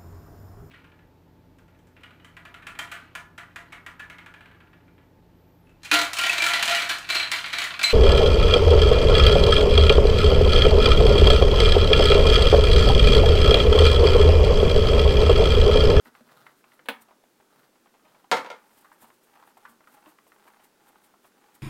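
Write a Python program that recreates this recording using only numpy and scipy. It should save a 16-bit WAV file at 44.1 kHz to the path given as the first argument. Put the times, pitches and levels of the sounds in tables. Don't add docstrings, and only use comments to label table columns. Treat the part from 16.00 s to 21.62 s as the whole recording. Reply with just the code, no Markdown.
import sys
import numpy as np
from scipy import signal
from scipy.fft import rfft, irfft
from scipy.io import wavfile

SR = 44100
rng = np.random.default_rng(int(sys.argv[2]) if len(sys.argv) > 2 else 0)


def log_audio(samples):
    frames = np.atleast_2d(samples).T
    limited = np.clip(frames, -1, 1)
    pcm = np.round(limited * 32767).astype(np.int16)
    wavfile.write(sys.argv[1], SR, pcm)


N = 247842


def undb(db):
    return 10 ** (np.asarray(db) / 20)


def unit(x):
    return x / np.sqrt(np.mean(x ** 2) + 1e-30)


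def read(points, hz):
    f, v = np.transpose(points)
    return np.interp(np.log(np.maximum(hz, 1)), np.log(f), v)


def colour(x, spectrum, tilt=0, size=2048):
    hz = np.arange(size // 2 + 1) * SR / size
    shape = unit(undb(read(spectrum, hz)))
    gain = shape * undb(tilt * np.log2(np.maximum(hz, 250) / 1000))
    cepstrum = irfft(np.log(gain))
    cepstrum[1:size // 2] *= 2
    cepstrum[size // 2 + 1:] = 0
    impulse = irfft(np.exp(rfft(cepstrum)))
    return signal.fftconvolve(x, impulse)[:len(x)]


def band(x, lo_hz, hi_hz, order=2):
    return signal.sosfilt(signal.butter(order, [lo_hz, hi_hz], "band", fs=SR, output="sos"), x)


def fade(t, t60):
    return np.exp(-np.log(1000) * t / t60)


def add(out, s, sound):
    i = int(s * SR)
    out[i:i + len(sound)] += sound[:N - i]


def cabinet(x, wet_db, treble_db, gap_s=0.0052):
    # frequency in Hz, decay time of the tail (60 dB) in seconds.
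    tail_t60 = [(150, 0.45), (500, 0.11), (1000, 0.38), (2500, 0.21), (6000, 0.22), (14000, 0.29)]
    t = np.arange(SR // 2) / SR
    edges = np.geomspace(60, 18000, 12)
    tail = np.zeros(len(t))
    for lo, hi in zip(edges, edges[1:]):
        hz = np.sqrt(lo * hi)
        gain = undb(read([(2500, 0.012), (10000, treble_db)], hz))
        noise = band(rng.standard_normal(len(t)), lo, hi, order=3)
        tail += gain * noise * fade(t, read(tail_t60, hz))
    tail = unit(tail * (t > gap_s)) / np.sqrt(len(t))
    return x + undb(wet_db) * signal.fftconvolve(x, tail)[:N]


def kitchen(level_db):
    # frequency in Hz, relative density in dB per Hz.
    room_spectrum = [(25, -13), (66, -27.5), (100, -14), (140, -9.5), (220, 0), (340, 0.5), (500, -3),
                     (700, -7.5), (1000, -10.5), (1400, -8), (2000, -14), (3000, -16), (7000, -18.5),
                     (15500, -21.5)]
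    return undb(level_db) * unit(colour(rng.standard_normal(N), room_spectrum))


def slips(spectrum, per_s, scatter_db):
    spurts = unit(band(rng.standard_normal(N), 9.5, 33))
    kicks = (rng.random(N) < per_s / SR) * rng.choice([-1, 1], N)
    scatter = scatter_db * np.clip(rng.standard_normal(N), -2, 2)
    size_db = scatter + 2.5 * np.clip(spurts, -2, 2)
    return unit(colour(kicks * undb(size_db), spectrum))


def effort(pushes, peak_share=0.4, roundness=0.55):
    t = np.arange(N) / SR
    force = np.zeros(N)
    for s, length, db in pushes:
        ramp = np.interp(t, [s, s + peak_share * length, s + length], [0, 1, 0])
        force += undb(db) * np.sin(np.pi / 2 * ramp) ** roundness
    return force


def sliding(rise_share, fall_share):
    # moment of the peak in seconds, relative hiss level in dB, length scale in seconds.
    slides = [(0.053, -58.5, 0.0078), (0.585, -66, .05), (0.739, -61, 0.021), (1.021, -52.5, 0.0183),
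              (2.78, -64, 0.16), (2.93, -66, 0.022), (3.028, -56, 0.054), (3.142, -65.5, 0.045),
              (3.246, -64, .05), (3.475, -64.5, .04), (3.577, -60, 0.011), (3.702, -62, 0.07),
              (3.92, -62.5, 0.075), (4.096, -59, 0.037), (4.28, -67.5, 0.14), (4.481, -65, 0.028),
              (4.645, -56.5, 0.021), (4.884, -62.5, 0.029), (5.05, -62.5, 0.033), (5.258, -60.5, 0.044),
              (5.552, -58, 0.021)]
    t = np.arange(N) / SR
    speed = np.zeros(N)
    for s, db, length in slides:
        distance = np.maximum((s - t) / rise_share, (t - s) / fall_share)
        speed += undb(db) * np.exp(-distance / length)
    return speed


def handling(scrape_db, grind_db, skin_db, hold_db, grip_db, drag_db, rustle_db):
    # start in seconds,
    # length in seconds, relative scraping level in dB.
    tugs = [(0.045, 0.056, -54.5), (0.14, 0.088, -58), (0.235, 0.32, -57), (0.63, .22, -63.5),
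            (1.48, 0.22, -61.5), (2.0, .27, -64)]
    # start in seconds, length in seconds, relative grinding level in dB.
    strokes = [(2.52, 0.46, -60.5), (2.99, 0.13, -59), (3.26, .28, -57.5), (3.57, 0.14, -59.5),
               (3.86, 0.29, -59.5), (4.32, 0.38, -59), (4.77, 0.4, -61), (5.35, 0.25, -61)]
    # frequency in Hz, relative density in dB per Hz.
    scrape_spectrum = [(80, -14.5), (140, 4), (300, -3.5), (700, 4), (1400, 4), (2300, -9.5), (4200, -7.5),
                       (6500, -19), (15500, -16.5)]
    grind_spectrum = [(200, -32.5), (450, -12.5), (700, -6), (830, 7.5), (1050, -3.5), (1400, -2.5),
                      (2300, -11), (4500, -19.5), (7000, -29)]
    skin_spectrum = [(2000, -4), (4000, -10.5), (6000, -11), (8500, -2), (11000, -5), (13500, -0.5),
                     (16000, -9.5)]

    tug, twist = effort(tugs), effort(strokes)
    slide = sliding(rise_share=0.43, fall_share=0.47)
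    scrape = tug * undb(scrape_db) * slips(scrape_spectrum, per_s=1100, scatter_db=1.5)
    grind_force = twist * undb(grind_db) + undb(hold_db)
    grind = grind_force * slips(grind_spectrum, per_s=450, scatter_db=3.0)
    skin_force = slide * undb(skin_db) + twist * undb(grip_db) + tug * undb(drag_db)
    skin = skin_force * slips(skin_spectrum, per_s=7700, scatter_db=0.5)
    rustle = slide * undb(rustle_db) * unit(band(rng.standard_normal(N), 1900, 4400))
    return scrape + grind + skin + rustle


def faint_ticks(scatter_db, octaves, count=60):
    per_s, middle_db, middle_hz = 4, -53.5, 995
    edge_db, chatter_t60 = -15, 0.04
    wait, size, pitch = rng.random((count, 3)).T
    times = np.cumsum(-np.log(1 - wait)) / per_s
    return [(s, middle_db + scatter_db * a, middle_hz * 2 ** (octaves * b), edge_db, chatter_t60)
            for s, a, b in zip(times, 2 * size - 1, 2 * pitch - 1) if s < N / SR]


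def ticks(level_db, edge_db, ring_t60, chatter_db, spread):
    # start in seconds, relative level in dB, ring in Hz,
    # relative level of the sharp edge in dB, chatter decay time (60 dB) in seconds.
    main_ticks = [(0.056, -39.5, 1290, -38, 0.062), (0.151, -42, 1280, -9.5, 0.047),
                  (0.288, -49.5, 1404, -21, .17), (0.466, -37, 1330, -10, .033),
                  (0.641, -47.5, 1060, -7, .046), (0.719, -47.5, 1950, -20, 0.044),
                  (0.793, -43, 1430, -17, 0.041), (1.084, -48.5, 830, -13.5, 0.13),
                  (1.108, -47.5, 800, -18.5, 0.086), (1.238, -50, 740, -13.5, 0.073),
                  (1.756, -53, 850, -8, .05), (1.859, -49, 866, -10, .045), (1.941, -50, 770, -12.5, 0.16),
                  (2.051, -52, 760, -11.5, 0.31), (2.146, -49, 780, -15, .15),
                  (2.243, -46.5, 840, -13, 0.053), (2.846, -43.5, 1100, -32, 0.11),
                  (2.917, -41, 1120, -39, 0.084), (3.022, -47, 800, -18, 0.088),
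                  (3.042, -44, 820, -15, 0.071), (3.102, -43.5, 940, -14, 0.049),
                  (3.354, -49.5, 880, -11, 0.14), (3.425, -41.5, 1150, -35, 0.075),
                  (3.57, -43.5, 865, -16.5, 0.083), (3.652, -33.7, 1180, -44.5, .07),
                  (3.806, -47.5, 922, -24, 0.045), (3.873, -42.5, 1240, -34, .052),
                  (3.972, -47, 860, -21, 0.085), (4.059, -46.5, 810, -10, 0.17),
                  (4.186, -44.5, 1330, -13, 0.032), (4.319, -42.5, 1340, -21, 0.035),
                  (4.476, -44.5, 1140, -12, 0.073), (4.598, -50.5, 820, -7, 0.057),
                  (4.956, -44.5, 1160, -35, 0.025), (5.139, -49, 870, -32, 0.038),
                  (5.244, -47.5, 893, -11.5, 0.067)]
    out, t = np.zeros(N), np.arange(SR // 8) / SR
    for s, db, hz, sharp_db, chatter_t60 in main_ticks + faint_ticks(scatter_db=6.5, octaves=0.94):
        chatter = rng.standard_normal(len(t)) * fade(t, chatter_t60)
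        knock = np.sin(2 * np.pi * hz * t) * fade(t, ring_t60)
        knock += undb(chatter_db) * band(chatter, hz / (1 + spread), hz * (1 + spread))
        edge = band(rng.standard_normal(len(t)) * fade(t, 0.6 * chatter_t60), 1600, 3100)
        tick = knock / abs(knock).max() + undb(sharp_db + edge_db) * edge
        add(out, s, undb(db + level_db) * tick)
    return out


def bumps(level_db, t60, rise_s, spread):
    # start in seconds, relative level in dB, ring in Hz.
    pushes = [(0.067, -45.5, 244.6), (0.21, -47.5, 238), (3.032, -53, 231), (3.693, -54.5, 234),
              (3.923, -55, 255), (4.067, -49.5, 309)]
    out, t = np.zeros(N), np.arange(SR // 4) / SR
    for s, db, hz in pushes:
        shudder = unit(band(rng.standard_normal(len(t)), hz / (1 + spread), hz * (1 + spread)))
        thud = np.sin(2 * np.pi * hz * t) + 0.25 * shudder
        add(out, s, undb(db + level_db) * thud * fade(t, t60) * (1 - fade(t, rise_s)))
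    return out


def knocks(blows, modes, crack, ring_db, crack_db, crack_t60, click_db, edge_db, edge_t60,
           scatter_db, wet_db, treble_db):
    cracks, rings, t = np.zeros(N), np.zeros(N), np.arange(SR // 2) / SR
    hz, db, t60 = np.transpose(modes)
    decay = fade(t, t60[:, None]) * (1 - fade(t, 0.022))
    shapes = np.sin(2 * np.pi * hz[:, None] * t) * decay
    signs = (-1) ** np.arange(len(hz))
    for s, level_db, tilt in blows:
        scatter = scatter_db * rng.standard_normal(len(hz))
        size = undb(db + scatter + tilt * np.log2(hz / 1000))
        add(rings, s, undb(level_db + ring_db) * (signs * size) @ shapes)
        push = rng.standard_normal(len(t)) * fade(t, crack_t60)
        push[0] -= undb(click_db)
        body = undb(crack_db) * colour(push, crack, tilt)
        edge = band(rng.standard_normal(len(t)) * fade(t, edge_t60), 8980, 11000) * undb(2.8 * tilt)
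        add(cracks, s, undb(level_db) * (body + undb(edge_db) * edge))
    return band(rings + cabinet(cracks, wet_db, treble_db), 140, 21000)


def joint_snap():
    # start in seconds, relative level in dB, brightness in dB per octave.
    snaps = [(0.8580, -48.5, 1.5), (0.8866, -22, 1)]
    # frequency in Hz, relative level in dB, decay time (60 dB) in seconds.
    pipe_modes = [(226.6, -5, 0.29), (278.7, 3.5, .14), (467, 1.5, 0.15), (563, -7, 0.18), (772, -4, 0.2),
                  (918, -5, 0.14), (904, 2, 0.094), (1068, -17.5, 0.091), (1487, 7.5, 0.084),
                  (1694, 2.5, 0.083), (1833.4, 1, 0.1), (2190, -20.5, 0.1), (2500, -7, 0.1),
                  (2670, -2, 0.083), (3820, -18, .11)]
    # frequency in Hz, relative density in dB per Hz.
    pipe_crack = [(60, -36), (130, -28), (230, 0.5), (370, -6), (530, 4.5), (700, -4.5), (950, 3),
                  (1230, -9.5), (1600, -4.5), (3100, -6), (4400, -15.5), (5600, -30), (7500, -32.5),
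                  (15500, -25)]
    return knocks(snaps, pipe_modes, pipe_crack, ring_db=-14, crack_db=-3.0, crack_t60=0.095, click_db=19.5,
                  edge_db=-6.5, edge_t60=0.022, scatter_db=0.5, wet_db=-13, treble_db=-5)


def rocking(count=5):
    # start in seconds, relative level in dB, brightness in dB per octave,
    # first rocking gap in seconds, loss per contact in dB.
    landings = [(2.3146, -13, 1, .00424, 2.5), (2.3680, -23, -0.3, .0078, 5.5),
                (2.4465, -35, -1.2, .0125, 11), (2.4620, -34.5, -1.7, .0098, 9),
                (2.5020, -28.6, -1.2, .0138, 8.5)]
    slowing = 1.37
    dulling_db = 0.96
    return [(s + gap * k ** slowing, db - loss_db * k, tilt - dulling_db * k)
            for s, db, tilt, gap, loss_db in landings for k in range(count)]


def piece_drop():
    # frequency in Hz, relative level in dB, decay time (60 dB) in seconds.
    piece_modes = [(407, -7, 0.11), (471, 2, 0.13), (460, -28, 0.075), (510, -15.5, 0.2), (660, -10, 0.085),
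                   (743, 3.5, 0.12), (892, 4.5, 0.24), (1020, -29, 0.098), (966, 10.5, 0.13),
                   (1145, -22, 0.13), (1310, 3, 0.14), (1354, -10, 0.1), (1381, 6.5, 0.12),
                   (1430, -7.5, 0.3), (1774, 2.5, 0.12), (1854, -16, 0.24), (2100, -7.5, 0.21),
                   (2175, 1.5, 0.13), (2280, -12.5, 0.36), (2315, -15, 0.17), (3300, -9, .13),
                   (3670, -16, 0.11), (3880, -15.5, 0.087)]
    # frequency in Hz, relative density in dB per Hz.
    piece_crack = [(90, -31), (200, -12.5), (300, -4), (400, -9.5), (500, 10), (700, -4), (950, -2.5),
                   (1400, -5), (2100, -5), (3000, -9.5), (4200, -11), (6000, -17), (8000, -24.5),
                   (15500, -35.5)]
    return knocks(rocking(), piece_modes, piece_crack, ring_db=-15.5, crack_db=-3.5, crack_t60=0.051,
                  click_db=15.5, edge_db=-27.5, edge_t60=0.022, scatter_db=1.5, wet_db=-5, treble_db=-2.5)


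def scene():
    hands = handling(scrape_db=-2.5, grind_db=-5.5, skin_db=-0.5, hold_db=-80.5,
                     grip_db=-16.5, drag_db=-16, rustle_db=-11.5)
    hands += ticks(level_db=-1, edge_db=11, ring_t60=0.02, chatter_db=14.0, spread=0.43)
    hands += bumps(level_db=1.0, t60=0.1, rise_s=0.0135, spread=0.86)
    close_work = cabinet(hands, wet_db=-14.5, treble_db=-10)
    return (kitchen(level_db=-65) + close_work + joint_snap() + piece_drop())[None]


def record(dry):
    return signal.sosfilt(signal.ellip(10, 0.2, 80, 15900, fs=SR, output="sos"), dry)


dry = scene()
out = record(dry)
log_audio(out)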